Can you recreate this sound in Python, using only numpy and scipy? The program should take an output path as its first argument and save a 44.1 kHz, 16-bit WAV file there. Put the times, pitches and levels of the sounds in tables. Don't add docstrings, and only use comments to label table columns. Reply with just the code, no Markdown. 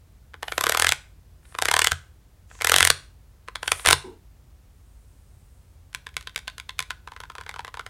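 import sys
import numpy as np
from scipy import signal
from scipy.fft import rfft, irfft
from scipy.io import wavfile
from scipy.ndimage import uniform_filter1d

SR = 44100
rng = np.random.default_rng(int(sys.argv[2]) if len(sys.argv) > 2 else 0)


def wav_record(signal):
    frames = np.transpose(np.atleast_2d(signal))
    bounded = np.clip(frames, -1, 1)
    quanta = np.round(bounded * 32767).astype(np.int16)
    wavfile.write(sys.argv[1], SR, quanta)


N = 347949
HZ = np.fft.rfftfreq(4096, 1 / SR)


def gain_of(db):
    return 10 ** (np.asarray(db) / 20)


def evened(x):
    return x / np.sqrt(np.mean(x ** 2) + 1e-20)


def read(points, hz):
    f, value = np.transpose(points)
    return np.interp(np.log(hz + 1), np.log(f + 1), value)


def add(mix, s, sound):
    part = mix[max(round(s * SR), 0):][:len(sound)]
    part += sound[:len(part)]


def stray():
    return 2 * rng.random() - 1


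def bell(f, hz, width):
    return 1 / (1 + (2 * (f - hz) / width) ** 2)


def shaped_noise(count, shape):
    return evened(irfft(rfft(rng.standard_normal(count)) * shape, count))


def causal(db):
    log_gain = np.log(gain_of(np.maximum(db, db.max() - 90)))
    mirrored = np.r_[log_gain, log_gain[-2:0:-1]]
    return np.exp(np.conj(signal.hilbert(mirrored)))[:len(db)]


def ring(modes):
    t = np.arange(SR // 2) / SR
    return sum(gain_of(db - 60 * t / t60) * np.sin(2 * np.pi * hz * t) for hz, db, t60 in modes)


# frequency in Hz, relative level in dB.
FLOOR_COLOUR = [(15, -32.5), (25, -11.5), (59, -0.5), (85, -3), (149, -13), (170, -17.5), (317, -24.5),
                (2910, -38.5), (8140, -41), (16000, -43)]
FLOOR_DB = -53.5


def floor():
    shape = gain_of(read(FLOOR_COLOUR, np.fft.rfftfreq(N, 1 / SR)))
    return gain_of(FLOOR_DB) * shaped_noise(N, shape)


# frequency in Hz, rms level in dB.
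MACHINE_TONES = [(52.4, -56.5), (69.9, -62.5), (87.3, -61)]


def hum():
    t = np.arange(N) / SR
    return sum(gain_of(db) * evened(np.sin(2 * np.pi * (hz * t + rng.random())))
               for hz, db in MACHINE_TONES)


# frequency in Hz, time to fall 60 dB in seconds.
ROOM_DECAY = [(300, .38), (9000, 0.32), (14000, 0.19)]


def room(x, echo_s, echo_db, early_db, early_t60, tail_db):
    t = np.arange(SR * 3 // 4) / SR
    reflections = rng.standard_normal(len(t)) * (rng.random(len(t)) < .15)
    hz, frame_s, z = signal.stft(reflections, SR, nperseg=256)
    decay = gain_of(-60 * frame_s / read(ROOM_DECAY, hz)[:, None])
    tail = signal.istft(z * decay, SR, nperseg=256)[1][:len(t)]
    tail = tail * np.clip(t / 0.0077 - 1, 0, 1)
    early = rng.standard_normal(len(t)) * gain_of(-60 * t / early_t60) * (t > .002)
    early = signal.lfilter(*signal.butter(1, 3500, fs=SR), early)
    echo = rng.standard_normal(len(t)) * gain_of(-60 * abs(t - echo_s) / .012) * (t > echo_s)
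    parts = ((tail_db, tail), (early_db, early), (echo_db, echo))
    response = sum(gain_of(db) * evened(part) for db, part in parts)
    return signal.fftconvolve(x, response / np.sqrt(len(t)))[:N]


# frequency in Hz, relative level in dB, time to fall 60 dB in seconds.
DESK_MODES = [(84.1, 2, 0.24), (136, -5, 0.27)]
# time in seconds, level of the boom in dB.
JOLTS = [(1.921, -30), (2.817, -32), (2.907, -32), (3.877, -26), (3.93, -30)]


def desk(blows, knock_db):
    out, boom = np.zeros(N), ring(DESK_MODES)
    for s, level_db, *_ in blows:
        add(out, s, gain_of(level_db + knock_db) * boom)
    for s, db in JOLTS:
        add(out, s, gain_of(db) * boom)
    return out


def thuds(hz, db, t60):
    out, push = np.zeros(N), ring([(hz, db, t60)])
    for s, level_db, *_ in PRESSES + TAPS:
        add(out, s, gain_of(level_db) * push)
    return out


# frequency in Hz, width before squaring in Hz, relative level in dB.
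BUMP_MODES = [(393, 130, -8.5), (239, 270, -15.5), (920, 350, -21.5)]


def bump():
    s, db, t60 = 4.04, -39, .22
    out, t = np.zeros(N), np.arange(SR // 2) / SR
    f = np.fft.rfftfreq(len(t), 1 / SR)
    shape = sum(gain_of(level_db) * bell(f, hz, width) ** 2 for hz, width, level_db in BUMP_MODES)
    scuff = shaped_noise(len(t), shape)
    add(out, s, gain_of(db - 60 * (t / t60) ** 2) * scuff)
    return out


# start and end in seconds, rms before fading in dB, centre in Hz.
RUSTLE = (4.5, 6, -73, 8600)
# start and end in seconds, rms before fading in dB, centre in Hz.
RUBS = [(0.382, 0.906, -51, 11000), (1.396, 1.72, -59.5, 9400), (2.453, 2.744, -55.5, 6980),
        (3.596, 3.922, -44, 9610)]


def glove(slides, width_hz, broad_db):
    out = np.zeros(N)
    for start, end, db, hz in slides:
        count = max(int((end - start) * SR), 64)
        f = np.fft.rfftfreq(count, 1 / SR)
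        broad = gain_of(broad_db) * gain_of(read(SWEPT_COLOUR, f))
        hiss = shaped_noise(count, bell(f, hz, width_hz) + broad)
        add(out, start, gain_of(db) * hiss * signal.windows.tukey(count, .7))
    return out


def grazes(per_s, lift_db):
    rows = []
    for start, end, db, _ in RUBS:
        for when, force, pitch in rng.random((int(per_s * (end - start)), 3)):
            s = start + when * (end - start)
            swell_db = 20 * np.log10(np.sin(np.pi * when) ** 2 + 1e-6)
            level_db = db + lift_db + swell_db + 10 * force
            rows.append((s, level_db, 1000 * 4 ** pitch, -10))
    return rows


def rattle(low_t60, high_t60=.005):
    t = np.arange(2 * len(HZ) - 2) / SR
    noise = rng.standard_normal(len(t)) * (1 - np.exp(-t / 0.00026))
    low, high = (rfft(evened(noise * gain_of(-60 * t / t60))) for t60 in (low_t60, high_t60))
    low_share = 1 / (1 + 1j * HZ / 3000)
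    z = low_share * low + (1 - low_share) * high
    return z / np.sqrt(uniform_filter1d(abs(z) ** 2, size=110))


# frequency in Hz, width in Hz, lift in dB before the case share.
CASE = [(434.2, 110, 6.5), (1040, 64, 6), (1480, 190, 3.5), (3480, 1200, 7.5)]
# time in seconds, hollowness of the case in dB,
# switch ping in Hz, lift of the ping in dB.
PLACE = [(0.78, 4, 11540, 12), (0.892, -4, 7300, 4.5), (1.599, 4.5, 11500, 5.5), (1.871, -3.5, 7100, 6),
         (2.73, 4.5, 11700, 8), (2.82, -2.5, 9190, 10), (3.7, 2, 9340, 10.5)]


def clacks(rows, colour, low_t60, touch_db, touch_s, settle_db, settle_s, case=.55, cap_db=7.0,
           sweeping=False):
    out = np.zeros(N)
    body_db = read(colour, HZ) + case * sum(db * bell(HZ, hz, width) for hz, width, db in CASE)
    treble = 1 / (1 + (4500 / (HZ + 1)) ** 4)
    bass = 1 / (1 + (HZ / 900) ** 4)
    place_s, *place = np.transpose(PLACE)
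    for s, level_db, cap_hz, treble_db in rows:
        db = body_db + treble_db * treble + cap_db * bell(HZ, cap_hz, 0.32 * cap_hz)
        if sweeping:
            hollow_db, ping_hz, ping_db = (np.interp(s, place_s, column) for column in place)
            db = db + hollow_db * bass + ping_db * bell(HZ, ping_hz, 520)
        full, thin = causal(db), causal(db - 10 * bass)
        early, late = np.array([touch_s, settle_s]) * 2 ** rng.uniform(-1, 1, 2)
        for lag, contact_db, tone in ((0, 0, full), (-early, touch_db, thin), (late, settle_db, thin)):
            blow = irfft(tone * rattle(low_t60))[:len(HZ)]
            size = gain_of(level_db + contact_db) * np.sqrt(.005 * SR / len(blow))
            add(out, s + lag, size * evened(blow))
    return out


TREBLE_SPREAD_DB = 4.5
# frequency in Hz, relative level in dB.
TAPPED_COLOUR = [(240, -33), (400, -11), (708, -10.5), (935, -0.5), (1960, -8), (2320, -9.5), (11000, -21),
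                 (16000, -42)]
# time in seconds, level in dB, keycap pitch in Hz.
TAPS = [(7.0744, -33.5, 1280), (7.1188, -36.5, 990), (7.1638, -36.5, 1880), (7.2029, -34, 980),
        (7.236, -35, 1530), (7.2995, -34.5, 1210), (7.3527, -35, 1240), (7.3825, -32.5, 1060),
        (7.411, -34, 1500), (7.464, -35.5, 1820), (7.4924, -29.5, 2060), (7.5411, -35, 1220),
        (7.561, -33.5, 1010), (7.5927, -27.5, 950), (7.6477, -32, 1990), (7.6788, -34.5, 1000),
        (7.7418, -32.5, 1490), (7.7715, -32.5, 910), (7.7944, -27.5, 1360), (7.864, -33, 1880)]


def tapped_keys():
    blows = [(s, db, hz, -2 + TREBLE_SPREAD_DB * stray()) for s, db, hz in TAPS]
    return clacks(blows, TAPPED_COLOUR, low_t60=0.019, touch_db=-22.5, touch_s=0.002,
                  settle_db=-12.5, settle_s=0.016)


# frequency in Hz, relative level in dB.
PRESSED_COLOUR = [(220, -19.5), (380, -17), (1050, -3), (1230, -7), (1510, 0.5), (3510, -7.5), (10800, -14),
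                  (16000, -33)]
# pitch in Hz, treble in dB.
DOWN_TONE = (2230, 5.2)
# pitch in Hz, treble in dB.
SECOND_TONE = (3300, 2.9)
# time down in seconds, level in dB, lag of the
# second finger in seconds, its level in dB, release in seconds, its level in dB, its keycap pitch in Hz.
PRESSES = [(5.9478, -25.5, -.018, -48, 6.0678, -31.5, 1750),
           (6.167, -22.5, .043, -41.5, 6.2725, -29.5, 3900),
           (6.3604, -22.5, 0.017, -32.5, 6.4787, -26, 3980), (6.5994, -33, -.018, -34.5, 6.693, -29, 3930),
           (6.7915, -19.5, 0.012, -27.5, 6.9057, -24, 1490)]


def pressed_keys():
    down = [(s, db, *DOWN_TONE) for s, db, *_ in PRESSES]
    second = [(s + lag, db, *SECOND_TONE) for s, _, lag, db, *_ in PRESSES]
    release = [(s, db, hz, -2.5) for *_, s, db, hz in PRESSES]
    case = 1.1
    bottoming = clacks(down, PRESSED_COLOUR, low_t60=0.012, touch_db=-29, touch_s=.014,
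                       settle_db=-26.5, settle_s=.007, case=case, cap_db=7.5)
    rattling = clacks(second, PRESSED_COLOUR, low_t60=0.014, touch_db=-24, touch_s=.004,
                      settle_db=-6.5, settle_s=.021, case=case, cap_db=-2.5)
    springing = clacks(release, PRESSED_COLOUR, low_t60=0.019, touch_db=-18, touch_s=0.0036,
                       settle_db=-15, settle_s=0.015, case=case, cap_db=5.5)
    return bottoming + rattling + springing


BRIGHT_DB, BRIGHT_FROM_DB, DULLING = 3.5, -16.5, 1


def brightness(level_db):
    return BRIGHT_DB + DULLING * min(level_db - BRIGHT_FROM_DB, 0)


LEAN_DB, DIG_IN_KEYS = 3, 1.2
UNEVEN_DB, CAP_SPREAD_OCTAVES = 2.0, .8


def sweep(first_s, last_s, keys, start_speed, end_speed, end_db, soft_db, start_hz, end_hz, extra_db):
    key = np.arange(round(keys))
    along = key / key[-1]
    slowness = [1 / start_speed, 1, 1 / end_speed]
    gaps = np.interp(np.linspace(0, 1, len(key) - 1), [0, .5, 1], slowness)
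    times = first_s + (last_s - first_s) * np.r_[0, np.cumsum(gaps)] / gaps.sum()
    levels = end_db - LEAN_DB * (1 - along) + soft_db * np.exp(-key / DIG_IN_KEYS)
    pitches = start_hz * (end_hz / start_hz) ** along
    blows = []
    for s, db, hz in zip(times, levels, pitches):
        level_db = db + UNEVEN_DB * stray()
        cap_hz = hz * 2 ** (CAP_SPREAD_OCTAVES * stray())
        treble_db = brightness(db) + extra_db + TREBLE_SPREAD_DB * stray()
        blows.append((s, level_db, cap_hz, treble_db))
    return blows


# first and last key in seconds, number of keys, speed at the
# start and at the end as a share of the speed midway, level in dB at the end before chance, change of the
# first key for softness in dB, keycap pitch at start and end in Hz before chance, extra treble in dB.
SWEEPS = [(0.5801, 0.891, 13, 0.86, 1.14, -14, 0, 750, 2370, 0),
          (1.5502, 1.871, 12, .70, .985, -12, -15, 1100, 1830, .5),
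          (2.62, 2.873, 12, .81, .93, -10, -8.5, 1900, 2000, 1.5)]
# time in seconds, level in dB, keycap pitch in Hz.
KNOCKS = [(0.3414, -36, 1170), (0.4294, -25, 1035), (0.4819, -27, 3070), (0.5213, -23, 1936),
          (0.9216, -13, 2560), (1.9184, -15.5, 1510), (2.513, -43.5, 1500), (2.6108, -25, 2080),
          (2.9021, -8, 4460), (3.4843, -31, 1075), (3.5564, -25.5, 4010), (3.6304, -25, 1070),
          (3.6784, -18.5, 3080), (3.7187, -12.5, 2270), (3.8501, -23.5, 1280), (3.8604, -12.5, 2112),
          (3.8722, -13.5, 3850), (3.881, -20.5, 3517), (3.887, -8.5, 2386), (3.9035, -16.5, 1303),
          (3.9092, -10, 1352), (3.9287, -7, 4240)]


def swept_blows():
    blows = [blow for row in SWEEPS for blow in sweep(*row)]
    return blows + [(s, db, hz, brightness(db)) for s, db, hz in KNOCKS]


# frequency in Hz, relative level in dB.
SWEPT_COLOUR = [(150, -55.5), (260, -21), (345, -9.5), (450, -7.5), (618, -5), (1640, 1), (3300, -6.5),
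                (4800, -9), (9170, -10.5), (10500, -16.5), (11700, -16), (16000, -31.5)]


def swept_keys(blows):
    return clacks(blows + grazes(per_s=19, lift_db=6.5), SWEPT_COLOUR, low_t60=.013, touch_db=-13.5,
                  touch_s=.0036, settle_db=-23.5, settle_s=.009, sweeping=True)


def scene():
    blows = swept_blows()
    pressed = pressed_keys()
    cloth = glove(RUBS, width_hz=2400, broad_db=-4.5) + glove([RUSTLE], width_hz=3400, broad_db=-27)
    handling = swept_keys(blows) + tapped_keys() + cloth + bump()
    radiated = handling + gain_of(-1) * pressed
    wet = room(radiated, echo_s=.0098, echo_db=-17.5, early_db=-20.5, early_t60=0.12, tail_db=-20.0)
    low = desk(blows, knock_db=-27.5) + thuds(hz=144, db=-26.5, t60=0.23)
    return (handling + pressed + wet + low + floor() + hum())[None]


def record(dry):
    clipped = np.clip(dry, -1, 1)
    low_pass = signal.firwin(255, 16100, window=("kaiser", 8), fs=SR)
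    return signal.oaconvolve(clipped, low_pass[None], "same")


dry = scene()
out = record(dry)
wav_record(out)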